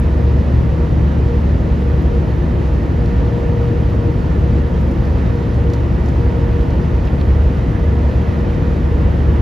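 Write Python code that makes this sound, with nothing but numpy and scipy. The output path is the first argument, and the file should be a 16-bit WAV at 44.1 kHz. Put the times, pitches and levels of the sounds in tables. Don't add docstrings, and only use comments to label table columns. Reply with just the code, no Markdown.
import sys
import numpy as np
from scipy import signal
from scipy.fft import rfft, irfft, next_fast_len
from scipy.io import wavfile
from scipy.ndimage import uniform_filter1d, map_coordinates

SR = 44100
rng = np.random.default_rng(int(sys.argv[2]) if len(sys.argv) > 2 else 0)


def unload_wav(signal):
    wavfile.write(
        sys.argv[1],
        SR,
        np.round(np.clip(np.atleast_2d(signal).T, -1, 1) * 32767).astype(np.int16),
    )


def convert_level_to_amplitude(level_db):
    exponent = np.asarray(level_db, float) / 20
    return 10 ** exponent


N = 414981
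TIME = np.arange(N) / SR


def unit(x):
    return x / np.sqrt(np.mean(x ** 2) + 1e-20)


def along(points, hz):
    f, v = np.transpose(points)
    return np.interp(np.log(hz + 1), np.log(f + 1), v)


def level_curve(rows):
    s, db = np.transpose(rows)
    return np.interp(TIME, s, db)


def wobble(rate):
    knots = rng.standard_normal(N // 1000)
    return map_coordinates(knots, [TIME * rate])


def filtered(x, response):
    m = next_fast_len(N + SR // 2)
    spectrum = rfft(x, m) * response(np.fft.rfftfreq(m, 1 / SR))
    return irfft(spectrum, m)[..., :N]


def tone(hz, db, drift):
    phase = 2 * np.pi * (np.cumsum(hz * np.ones(N)) / SR + rng.random()) + drift * wobble(1.491)
    direct = np.sin(phase)
    around = 0.64 * np.cos(phase + wobble(0.85))
    return np.sqrt(2) * convert_level_to_amplitude(db) * np.array([direct, around])


def beat(hz, in_step_s):
    weaker = 0.7
    turn = 2 * np.pi * hz * (TIME - in_step_s)
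    return 10 * np.log10(1 + weaker ** 2 + 2 * weaker * np.cos(turn) + 1e-4)


# time in seconds, level in dB, half length in seconds.
VANE_SWELLS = [(0.266, -31.5, 0.11), (0.833, -28.5, 0.037), (1.317, -27, .07), (1.89, -30.5, 0.095),
               (2.144, -28.5, 0.055), (2.69, -38.5, 0.12), (3.215, -30.5, 0.21), (3.59, -27, 0.22),
               (4.054, -29.5, 0.1), (4.518, -36, .25), (5.38, -29, 0.071), (5.69, -28.5, 0.094),
               (6.315, -31.5, 0.12), (6.548, -29, .12), (7.326, -40.5, 0.36), (7.907, -32, 0.13),
               (8.216, -33.5, 0.072), (8.53, -32.5, 0.17), (8.965, -34, .1)]


def whine_swells():
    t = np.arange(0, N, 64) / SR
    gain = convert_level_to_amplitude(-38.5)
    for s, db, half_s in VANE_SWELLS:
        gain = gain + convert_level_to_amplitude(db) * np.exp(-((t - s) / half_s) ** 2)
    return np.interp(TIME, t, 20 * np.log10(gain))


# time in seconds, throb level in dB.
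DRIVE_LOAD = [(0.0, -15.5), (1.8, -16.5), (2.1, -18.5), (4.2, -21.5), (4.45, -14.5), (5.0, -18.5),
              (6.0, -18.5), (7.1, -19), (7.4, -12.5), (7.68, -21.5), (7.95, -14), (8.5, -21), (9.28, -14),
              (9.41, -17)]
# order as a multiple of shaft speed, rms level in dB.
DRIVE_ORDERS = [(5, -27.5), (6, -28), (7, -29), (13, -33), (16, -36.5), (17, -41.5)]
PUMP_ORDERS = [(3, -32.5), (4, -34.5), (5, -44), (6, -40.5), (7, -47)]
FAN_ORDERS = [(1, -29.5), (2, -45)]


def machinery():
    drive_hz, pump_hz, fan_hz = 8.846, 59.13, 156.6
    throb = tone(8 * drive_hz, level_curve(DRIVE_LOAD), drift=0.2)

    shaft = tone(pump_hz, -27 + beat(0.23, in_step_s=2.4), drift=0.3)
    second_db = -28 + beat(0.17, in_step_s=5.2) + 1.5 * wobble(3.5)
    second = tone(2 * pump_hz, second_db, drift=0.53)

    whine_db = whine_swells()
    whine = tone(8 * pump_hz, whine_db, drift=0.6) + tone(16 * pump_hz, whine_db - 20, drift=2)

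    hum = throb + shaft + second + whine
    for shaft_hz, orders in ((drive_hz, DRIVE_ORDERS), (pump_hz, PUMP_ORDERS), (fan_hz, FAN_ORDERS)):
        for order, db in orders:
            hum = hum + tone(order * shaft_hz, db + 2.5 * wobble(1.2), drift=0.6)
    return hum


# time in seconds, peak level in dB, centre in Hz, 60 dB decay time in seconds.
STRIP_SLAPS = [(1.72, -43.5, 4460, .04), (2.02, -46.5, 9000, 0.034), (3.058, -33, 4300, .016),
               (3.9, -48, 10000, 0.045), (3.949, -49.5, 8500, .03), (4.39, -51, 11600, .05),
               (4.809, -50, 9020, 0.085), (4.834, -49.5, 11000, 0.046), (4.911, -44, 6500, .05),
               (5.05, -43.5, 4170, .06), (5.54, -46.5, 5960, 0.054), (5.7, -39, 4270, 0.028),
               (5.734, -30, 4600, .035), (5.748, -41.5, 4000, .03), (6.057, -40.5, 5060, 0.063),
               (6.085, -38, 5200, .04), (6.608, -32, 3000, 0.028), (6.704, -38, 4500, .027),
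               (7.048, -47.5, 4540, 0.24), (7.072, -31.5, 2760, .05), (7.199, -37, 3300, .04),
               (7.212, -28, 3100, .025), (7.58, -45, 6000, .03), (9.298, -31.5, 1280, .1)]


def splatter_colour(hz, centre_hz):
    height = centre_hz / 4000
    octaves = 0.52 * height ** 0.5
    droplets = 1 + 0.2 * (hz / centre_hz) ** 1.4
    body = droplets / (1 + (np.log2(hz / centre_hz) / octaves) ** 4)
    mist = 0.12 * height ** 2 / (1 + (9000 / hz) ** 4)
    return body + mist


def cloth():
    out = np.zeros((2, N + SR))
    t = np.arange(SR // 4) / SR
    hz = np.fft.rfftfreq(len(t), 1 / SR) + 1
    for s, db, centre_hz, t60 in STRIP_SLAPS:
        noise = rng.standard_normal((2, len(t)))
        burst = unit(irfft(rfft(noise) * splatter_colour(hz, centre_hz), len(t)))
        decay = convert_level_to_amplitude(db - 2.5 - 60 * t / max(t60, 0.004))
        rise = 1 - np.exp(-t / 0.0007)
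        start = round(s * SR)
        out[:, start:start + len(t)] += decay * rise * burst
    return out[:, :N]


def rush(spectrum, patchy_db):
    z = signal.stft(rng.standard_normal((2, N)), nperseg=512)[2]
    field = uniform_filter1d(rng.standard_normal(z.shape[1:]), size=8, axis=0)
    field = uniform_filter1d(field, size=12, axis=1)
    pair = signal.istft(z * convert_level_to_amplitude(patchy_db * unit(field)), nperseg=512)[1][:, :N]
    return unit(filtered(pair, lambda hz: convert_level_to_amplitude(along(spectrum, hz))))


# time in seconds, flow level in dB.
WATER_FLOW = [
    (0.0, 0.5),
    (1.5, 0.3),
    (4.5, 0.5),
    (7.5, 1.3),
    (9.0, 1.5),
    (9.41, 2),
]
# frequency in Hz, density in dB per Hz.
RUMBLE_SPECTRUM = [(18, -26), (32, -14), (42, -6), (75, -0.5), (100, 0), (140, -5.5), (200, -8), (270, -11),
                   (355, -12), (385, -17), (500, -15.5), (600, -21), (750, -30), (1100, -67)]
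ROAR_SPECTRUM = [(400, -31.5), (640, -2.5), (720, -2), (950, -1), (1030, -5.5), (1250, -6), (1580, -8.5),
                 (1640, -12), (1700, -9), (1980, -10.5), (2150, -15), (2500, -16), (3200, -20), (5000, -52)]
SPRAY_SPECTRUM = [(1800, -14), (2600, -1.5), (3200, -2.5), (3700, 2), (4300, -0.5), (5500, -4.5),
                  (7000, -9), (8400, -12.5), (10500, -17.5), (11800, -24), (12600, -31), (13300, -33.5),
                  (14400, -37.5)]


def water():
    flow_db = level_curve(WATER_FLOW)
    gush_db = 0.3 * wobble(9)
    rumble_db = -17.5 + 0.55 * flow_db
    roar_db = -34.5 + flow_db + gush_db
    spray_db = -50.5 + 0.2 * flow_db + gush_db + 0.43 * wobble(25)
    rumble = convert_level_to_amplitude(rumble_db) * rush(RUMBLE_SPECTRUM, patchy_db=0.5)
    roar = convert_level_to_amplitude(roar_db) * rush(ROAR_SPECTRUM, patchy_db=0.5)
    spray = convert_level_to_amplitude(spray_db) * rush(SPRAY_SPECTRUM, patchy_db=0.5)
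    return rumble + roar + spray


# frequency in Hz, likeness from 0 to 1.
PORT_LIKENESS = [(60, 1), (170, 1), (250, 0.63), (360, 0.96), (480, 0.53), (650, 0.58), (730, 0.16),
                 (1000, .4), (1400, 0.18), (1750, 0.67), (3000, 0.95), (5000, 0.88), (6500, 0.83),
                 (8400, 0.62), (9600, 0.37), (12000, 0.57), (13800, .6)]
# frequency in Hz, lag of the left port in radians.
PORT_LAG = [(600, 0), (800, .9), (900, 0), (1000, .7), (1120, -.1), (1400, 3), (1600, 3.3), (1720, 5.9),
            (3300, 6.1), (5200, 6.5), (5700, 7.2), (6700, 7.25), (7400, 8), (7900, 9.2), (8900, 9.6),
            (11000, 12.3), (13000, 12.9), (14500, 15.5)]
# frequency in Hz, left minus right level in dB.
PORT_TILT = [(60, -1), (160, 4), (235, -0.5), (380, 3), (700, 0.5), (1200, -2.5), (1600, -7.5),
             (2200, -3.5), (3300, 0.5)]


def share(hz):
    turn = np.arccos(np.clip(along(PORT_LIKENESS, hz), 0, 1)) / 2
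    return np.array([np.cos(turn), np.sin(turn)])


def port_responses(hz):
    half = convert_level_to_amplitude(along(PORT_TILT, hz) / 2) * np.exp(-0.5j * along(PORT_LAG, hz))
    return np.array([half, 1 / half])


def scene():
    common, opposed = filtered(machinery() + cloth() + water(), share)
    return filtered(np.array([common + opposed, common - opposed]), port_responses)


# lower edge in Hz, upper edge in Hz, flicker of the edges in Hz.
MISSING_BANDS = [
    [(7720, 9150, 190), (14050, 20000, 380)],
    [(3200, 5250, 200), (10700, 13300, 200)],
]


def missing_bands(x):
    hz, _, z = signal.stft([x[0] + x[1], x[0] - x[1]], SR, nperseg=1024)
    hz, keep = hz[:, None], np.ones(z.shape)
    frames = z.shape[2]
    for row, bands in enumerate(MISSING_BANDS):
        for low_hz, high_hz, flicker_hz in bands:
            edge = flicker_hz * np.repeat(rng.standard_normal((2, frames)), 2, axis=1)[:, :frames]
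            keep[row] *= (hz < low_hz + edge[0]) | (hz > high_hz + edge[1])
    both, apart = signal.istft(z * keep, SR, nperseg=1024)[1][:, :N] / 2
    return np.array([both + apart, both - apart])


def band_limit(x):
    return signal.sosfilt(signal.butter(12, 14410, fs=SR, output="sos"), x)


def record(dry):
    held = dry / (1 + np.abs(dry / 0.95) ** 5) ** (1 / 5)
    limited = filtered(held, lambda hz: hz < 15750)
    mix = missing_bands(limited)
    return band_limit(mix)


dry = scene()
out = record(dry)
unload_wav(out)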